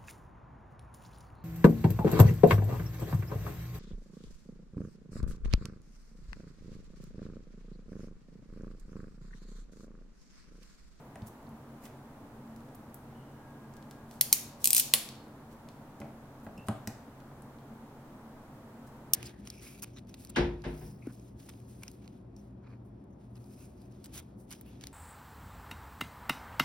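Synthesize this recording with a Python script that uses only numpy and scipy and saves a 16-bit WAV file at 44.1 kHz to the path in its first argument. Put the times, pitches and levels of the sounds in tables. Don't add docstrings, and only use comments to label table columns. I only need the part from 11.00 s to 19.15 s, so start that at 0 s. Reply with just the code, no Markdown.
import sys
import numpy as np
from scipy import signal
from scipy.fft import rfft, irfft, next_fast_len
from scipy.io import wavfile
from scipy.ndimage import uniform_filter1d

SR = 44100
rng = np.random.default_rng(int(sys.argv[2]) if len(sys.argv) > 2 else 0)


def persist_wave(psi):
    counts = np.round(np.clip(psi, -1, 1) * 32767).astype(np.int16)
    wavfile.write(sys.argv[1], SR, np.atleast_2d(counts).T)


N = 359415
T = np.arange(N) / SR
HIT_T = T[:SR // 4]

# (frequency [Hz], relative level [dB])
CRACK_SPECTRUM = [(400, -20.5), (800, -23.5), (1400, -17), (2000, -10), (2900, -6), (5000, -4.5),
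                  (9000, -1), (14000, 0.5), (16500, -5)]


def ratchet(colour, level_db=4, tooth_lowest_hz=2450, tooth_contact_s=0.00092):
    # (time [s], relative level [dB],
    # low cutoff [Hz], contact time [s], list of (frequency [Hz], gain at colour 1 [dB], width [octaves]))
    snaps = [(3.2113, -12.5, 1598, 0.00085, [(2008, 8, .064), (2430, -5.5, .045), (3200, 2, .08),
             (4350, 9, 0.12), (6200, 0.5, .2), (8030, -5, .05), (12500, 7.5, .19)]),
             (3.328, -9, 1107, 0.0008, [(2230, 9, .055), (2650, -8.5, .04), (3384, -12, .045),
             (6000, 9, 0.19), (7700, -7.5, .04), (9200, 4, 0.11), (14300, 5.5, .12)]),
             (3.938, -9.5, 453.5, .00055, [(1993, 4, .064), (2850, 6, .07), (3500, 8, 0.14),
             (6000, -3.5, .1), (10510, 5.5, .19)]), (8.1354, -13, 2600, 0.00048, [(3120, 2.5, .064),
             (5400, 5.5, .2), (6900, -3, .04), (13400, 3, .2)])]
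    # (time [s], relative level [dB], ring frequency [Hz])
    teeth = [(3.6433, -16, 12000), (3.6561, -15.5, 7900), (3.6735, -16, 7700), (3.7057, -17, 8000),
             (3.731, -14, 9300), (3.7481, -16, 9300), (3.7658, -16, 9000), (3.7804, -17, 9400),
             (3.7972, -17.5, 12500), (3.799, -19, 9500)]
    # (frequency [Hz], gain [dB], width [octaves])
    run_resonances = [(1650, 11, 0.11), (2560, 4, .05), (10900, -5, .05), (12800, 4.5, .17)]
    clicks = []
    for start, db, lowest_hz, contact_s, peaks in snaps:
        tilt_db = -2 + 1.37 * np.log2(tooth_lowest_hz / lowest_hz)
        resonances = [(hz, colour * peak_db, octaves) for hz, peak_db, octaves in peaks]
        clicks.append((start, db, pawl_click(tilt_db, lowest_hz, contact_s, resonances)))
    run_tilts_db = np.linspace(-1, 0.5, len(teeth))
    towards_left = undb([[0.75], [-0.75]])
    for (start, db, ring_hz), tilt_db in zip(teeth, run_tilts_db):
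        resonances = run_resonances + [(ring_hz, colour * 8, 0.14)]
        click = pawl_click(tilt_db, tooth_lowest_hz, tooth_contact_s, resonances)
        clicks.append((start, db, towards_left * click))
    out = np.zeros((2, N))
    lead_t = T[:SR // 200]
    for start, db, click in clicks:
        add(out, start - lead_t[-1], undb(db - 21) * pawl_scrape(lead_t))
        add(out, start, undb(db) * click)
    return undb(level_db) * out


def pawl_click(tilt_db, lowest_hz, contact_s, resonances, ring_db=-7):
    # (frequency [Hz], relative level [dB], T60 [s])
    steel_modes = [(2997, -6, 0.0063), (3600, -10.5, 0.0061), (4300, -1, 0.01), (5380, -0.5, 0.011),
                   (6600, -5.5, 0.011), (7775, -4.5, 0.011), (8750, 1.5, 0.022), (9220, 3, 0.012),
                   (9370, 5, 0.01), (10020, 3.5, 0.012), (10900, -1.5, .014), (12096, 10.5, 0.0063),
                   (13200, -1, 0.014), (15000, 4, 0.0073), (15300, -0.5, .008)]
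    t = T[:SR // 30]
    crack = shape(burst(t, contact_s, side=0.34), lambda f: curve(CRACK_SPECTRUM, f))
    steel = ring(steel_modes, t, scatter_db=2.5, detune=0.003, spread=0.2)
    snap = unit_energy(crack) + undb(ring_db) * unit_energy(steel)

    def body_db(f):
        octaves_down = np.clip(np.log2(9000 / (f + 1)), 0, 2.5)
        return tilt_db * octaves_down - 10 * np.log10(1 + (lowest_hz / (f + 100)) ** 13)

    snap = shape(snap, body_db)
    snap = shape(snap, lambda f: sum(db * undb(hump(f, hz, octaves)) for hz, db, octaves in resonances))
    return unit_energy(snap)


def pawl_scrape(t, rise_s=0.0009):
    swell = stereo_noise(len(t), side=0.4) * np.exp(-t[::-1] / rise_s)
    return unit_energy(shape(swell, lambda f: curve(CRACK_SPECTRUM, f)))


def handle_stop(start=3.9382, rattle_lag_s=0.0089):
    out = np.zeros((2, N))
    add(out, start, undb(-29) * tick(hz=720, octaves=0.87, decay_s=0.0063))
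    add(out, start + rattle_lag_s, undb(-19.5) * tick(hz=10340, octaves=0.15, decay_s=0.0067))
    return out


def board_bumps(thud_gain_db=8, click_gain_db=4, clack_db=-9.5, lowest_hz=65):
    # (time [s], relative thud level [dB], thud cutoff [Hz],
    # relative click level [dB], click centre [Hz], click width [octaves])
    bumps = [(.157, -41.5, 1400, -50, 1740, 0.26), (0.22, -32.5, 70, -57.5, 3600, 0.41),
             (5.002, -36, 499, -51, 7000, 1.1), (5.016, -37, 1090, -49, 2100, 0.23),
             (5.052, -41.5, 700, -68, 3000, 1.2), (5.466, -35, 760, -51.5, 1600, 0.26),
             (5.579, -35, 300, -58, 9000, 0.6), (5.6849, -23.5, 900, -39, 1400, 0.28),
             (5.6942, -29, 250, -57, 810, 0.59), (5.8736, -29.5, 400, -40.5, 1774, 0.23)]
    # (frequency [Hz], relative level [dB], T60 [s])
    board_modes = [(80, -12, 0.13), (111.6, 0, 0.15), (164, -4, 0.11), (217, 9.5, 0.15), (294, -5.5, 0.2),
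                   (375, -5.5, 0.087), (582, -5, 0.095), (663, -6, 0.17), (768, -1, 0.068), (842, -5, 0.08),
                   (932, -12, 0.051), (1040, -5.5, 0.052), (1350, -13, 0.037)]
    out = np.zeros((2, N))
    for start, thud_db, cutoff_hz, click_db, click_hz, octaves in bumps:
        contact = stereo_noise(len(HIT_T), side=0.37) * np.exp(-HIT_T / 0.013)
        clack = shape(contact, lambda f: hump(f, centre_hz=840, octaves=0.69))
        wood = ring(board_modes, HIT_T, scatter_db=1.5, detune=0.0024, spread=0.022)
        thud = unit_energy(wood) + undb(clack_db) * unit_energy(clack)
        thud = shape(thud, lambda f: -10 * np.log10(1 + (f / cutoff_hz) ** 3 + (lowest_hz / (f + 1)) ** 4))
        add(out, start, undb(thud_db + thud_gain_db) * unit_energy(thud))
        add(out, start, undb(click_db + click_gain_db) * tick(click_hz, octaves, decay_s=0.0015))
    return out


def touches(level_db=4):
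    # (time [s], relative level [dB], centre [Hz], width [octaves])
    clear_touches = [(.157, -59, 5800, .4), (.492, -61, 13000, .5), (.838, -59, 12000, .6),
                     (.855, -51, 5000, 1.4), (1.5625, -56.5, 7000, 1.2), (1.748, -58, 6500, 1),
                     (1.752, -50.5, 13000, .3), (1.9436, -43, 13200, 0.4), (2.738, -60, 6200, 0.33),
                     (2.768, -56, 6000, 1), (2.826, -59.5, 3800, .6), (2.911, -48.5, 4180, 1.7),
                     (3.112, -51, 4500, 1.2), (4.089, -41.5, 4200, 0.65), (4.153, -57, 4000, .5),
                     (4.6878, -52.5, 3600, .7), (5.685, -42, 2920, 0.37), (5.685, -40.5, 8700, .3),
                     (5.8741, -38.5, 5700, 0.44), (5.874, -39, 12000, 0.32), (6.203, -61.5, 3500, 0.67),
                     (6.4212, -57, 9500, .25), (6.587, -65, 3700, 0.42)]
    out = np.zeros((2, N))
    for start, db, hz, octaves in clear_touches + fidgets():
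        add(out, start, undb(db) * tick(hz, octaves, decay_s=0.001))
    return undb(level_db) * out


def fidgets(count=12, span_s=(0.4, 5.4), centre_hz=7000, octaves=1.1):
    jitter, size, pitch = rng.standard_normal((count, 3)).T
    times = np.interp(np.arange(count) + jitter / 2, (0, count - 1), span_s)
    levels_db = -66 + 3 * size
    centres_hz = centre_hz * 2 ** (0.6 * pitch)
    return list(zip(times, levels_db, centres_hz, [octaves] * count))


def rubs(level_db=4, grain_db=3):
    # (middle [s], half length [s], relative level [dB], centre [Hz], width [octaves])
    slides = [(0.275, 0.008, -57, 12000, 0.75), (0.854, 0.018, -66.5, 2270, .3),
              (0.849, 0.02, -61.5, 11000, 1.5), (3.137, 0.03, -67, 7070, 1.24),
              (3.625, 0.017, -58.5, 7480, 1.07), (3.649, 0.004, -30.5, 8530, 0.58),
              (3.779, 0.02, -31.5, 7614, 0.65), (4.524, .012, -68, 6500, 1.5),
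              (5.447, 0.0087, -66.5, 13000, .7), (5.672, 0.0045, -57.5, 8000, 1.4),
              (7.877, .008, -69, 8000, 1)]
    out = np.zeros((2, N))
    midpoint = HIT_T.mean()
    for middle_s, half_s, db, hz, octaves in slides:
        roughness = unit_rms(uniform_filter1d(rng.standard_normal(len(HIT_T)), size=90))
        slips = stereo_noise(len(HIT_T), side=0.83) * undb(grain_db * roughness)
        rub = unit_rms(shape(slips, lambda f: hump(f, hz, octaves)))
        swell = np.exp(-((HIT_T - midpoint) / half_s) ** 2 / 2)
        add(out, middle_s - midpoint, undb(db) * rub * swell)
    return undb(level_db) * out


def thin_rings():
    # (time [s], rise [s], decay [s], frequency [Hz], bandwidth [Hz], level [dB])
    tones = [(0.156, .0005, 0.0027, 9300, 1100, -55), (.157, .001, 0.023, 704, 120, -50.5),
             (0.468, .0005, .003, 4150, 700, -61), (2.12, 0.04, 0.17, 2930, 280, -72),
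             (2.251, 0.11, 1.8, 1631, 14, -70.5), (3.938, 0.0023, 0.046, 3560, 300, -49),
             (3.938, 0.0018, .038, 4340, 260, -42), (4.087, .002, 0.084, 4280, 90, -62.5),
             (5.572, 0.005, 0.04, 2700, 210, -57.5), (5.575, 0.0017, .008, 5270, 400, -62),
             (5.873, .001, 0.0058, 5900, 1000, -44)]
    out = np.zeros(N)
    for start, rise_s, decay_s, hz, width_hz, db in tones:
        rise = np.clip((T - start) / rise_s, 0, 1)
        decay = np.exp(-np.maximum(T - start - rise_s, 0) / decay_s)
        out += undb(db) * rise * decay * band_noise(hz, width_hz)
    return out


def from_left(x, lag_s=0.000021, left_db=-0.13):
    n = next_fast_len(N, True)
    hz = np.arange(n // 2 + 1) * SR / n
    late_right = irfft(rfft(x[1], n) * np.exp(-2j * np.pi * hz * lag_s), n)[:N]
    return np.array([undb(left_db) * x[0], undb(-left_db) * late_right])


def bench_reflections(x, scatter_db=-10, scatter_t60=0.063, lowest_hz=700):
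    envelope = undb(-60 * HIT_T / scatter_t60) * (1 - np.exp(-HIT_T / 0.0013))
    scatter = stereo_noise(len(HIT_T), side=0.26) * envelope
    scatter /= np.sqrt(np.sum(scatter ** 2) / 2)
    response = undb(scatter_db) * shape(scatter, lambda f: -10 * np.log10(1 + (lowest_hz / (f + 1)) ** 2))
    response[:, 0] += 1
    response[:, int(0.002 * SR)] += undb(-11)
    response[:, int(0.0063 * SR)] += undb(-15)
    return signal.oaconvolve(x, response, axes=1)[:, :N]


def room(x, wide_hz=2000, build_s=0.0065):
    # (upper edge [Hz], T60 [s], relative level [dB])
    bands = [(400, 0.38, -19), (1470, 0.41, -5.5), (2900, .55, -7), (5060, .56, -8.5), (7800, 0.41, -9),
             (12500, 0.34, -11.5), (18000, .33, -15)]
    t = T[:SR * 3 // 5]
    response = np.zeros((2, len(t)))
    low_hz = 40
    for top_hz, t60, db in bands:
        envelope = undb(-60 * t / t60) * (1 - np.exp(-t / build_s))
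        tail = stereo_noise(len(t), side=top_hz / (top_hz + wide_hz)) * envelope
        tail /= np.sqrt(np.sum(tail ** 2) / 2)
        bandpass = signal.butter(3, [low_hz, top_hz], "band", fs=SR, output="sos")
        response += undb(db) * signal.sosfilt(bandpass, tail)
        low_hz = top_hz
    return signal.oaconvolve(x, response, axes=1)[:, :N]


def ventilation(rush_db=-51.5, side_db=-1.5):
    # (frequency [Hz], relative spectral density [dB])
    air_spectrum = [(20, -13), (27, -8.5), (40, -17), (54, -9.5), (78, -14), (100, -7.5), (175, -11),
                    (280, -6.5), (350, -14), (900, -16), (1500, -25.5), (2600, -38), (5000, -44.5),
                    (16000, -44.5)]
    # (frequency [Hz], relative level [dB])
    side_share = [(60, -23.5), (110, -23.5), (200, -17), (380, -13), (700, -11.5), (1290, -4), (2380, 2),
                  (4400, 3), (8120, 2), (15000, 0)]
    # (frequency [Hz], bandwidth [Hz], level [dB])
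    room_modes = [(137, 16, -57.5), (227.4, 18, -57)]
    mid = shape(rng.standard_normal(N), lambda f: curve(air_spectrum, f))
    side = shape(rng.standard_normal(N), lambda f: curve(air_spectrum, f) + curve(side_share, f) + side_db)
    drone = sum(undb(db) * band_noise(hz, width_hz) for hz, width_hz, db in room_modes)
    return undb(rush_db) * unit_rms(np.array([mid + side, mid - side])) + drone


def ring(modes, t, scatter_db, detune, spread):
    hz, db, t60 = np.transpose(modes)[:, :, None]
    size, pitch, turn = rng.standard_normal((3, len(modes), 1))
    fade = undb(db + scatter_db * size - 60 * t / t60)
    polarity = np.pi * np.arange(len(modes))[:, None]
    phase = 2 * np.pi * hz * (1 + detune * pitch) * t + polarity
    return np.array([np.sum(fade * np.sin(phase + sign * spread * turn), axis=0) for sign in (1, -1)])


def tick(hz, octaves, decay_s):
    chatter = burst(T[:SR // 25], decay_s, side=0.35)
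    return unit_energy(shape(chatter, lambda f: hump(f, hz, octaves)))


def burst(t, decay_s, side):
    chatter = stereo_noise(len(t), side) * np.exp(-t / decay_s)
    power = uniform_filter1d(np.sum(np.abs(rfft(chatter)) ** 2, axis=0), size=20)
    hz = np.arange(len(power)) * SR / len(t)
    return shape(chatter, lambda f: -10 * np.log10(np.interp(f, hz, power)))


def band_noise(hz, width_hz):
    n = next_fast_len(N, True)
    f = np.arange(n // 2 + 1) * SR / n
    resonance = 1 / (1 + ((f - hz) / (0.53 * width_hz)) ** 2)
    return unit_rms(irfft(rfft(rng.standard_normal(n)) * resonance, n)[:N])


def stereo_noise(count, side):
    common, opposed = rng.standard_normal((2, count))
    return np.array([common + side * opposed, common - side * opposed])


def shape(x, db_at):
    n = next_fast_len(x.shape[-1], True) * 2
    hz = np.arange(n // 2 + 1) * SR / n
    cepstrum = irfft(np.log(undb(db_at(hz))))
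    cepstrum[1:n // 2] *= 2
    cepstrum[n // 2 + 1:] = 0
    return irfft(rfft(x, n) * np.exp(rfft(cepstrum)))[..., :x.shape[-1]]


def hump(f, centre_hz, octaves):
    return -20 * np.log10(1 + (np.log2((f + 1) / centre_hz) / octaves) ** 2 / 2)


def curve(points, hz):
    f, db = np.transpose(points)
    return np.interp(np.log(hz + 1), np.log(f), db)


def undb(db):
    return 10 ** (np.asarray(db) / 20)


def unit_rms(x):
    return x / np.sqrt(np.mean(x ** 2))


def unit_energy(x):
    return x * np.sqrt(SR / 1000 / np.mean(np.sum(x ** 2, axis=-1)))


def add(out, start_s, sound):
    i = int(start_s * SR)
    out[:, i:i + sound.shape[1]] += sound[:, :N - i]


def scene(directions=3):
    handling = touches() + rubs() + handle_stop() + board_bumps()
    ratchet_tail = sum(room(ratchet(colour=0.45)) for _ in range(directions)) / np.sqrt(directions)
    near = bench_reflections(from_left(ratchet(colour=0.89) + handling))
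    reverberation = undb(0.04) * ratchet_tail + undb(3.5) * room(handling)
    return near + reverberation + thin_rings() + ventilation()


def record(dry, top_hz=15800):
    lowpass = signal.ellip(8, 0.2, 70, top_hz, fs=SR, output="sos")
    return signal.sosfilt(lowpass, np.clip(dry, -1, 1))


dry = scene()
out = record(dry)
persist_wave(out)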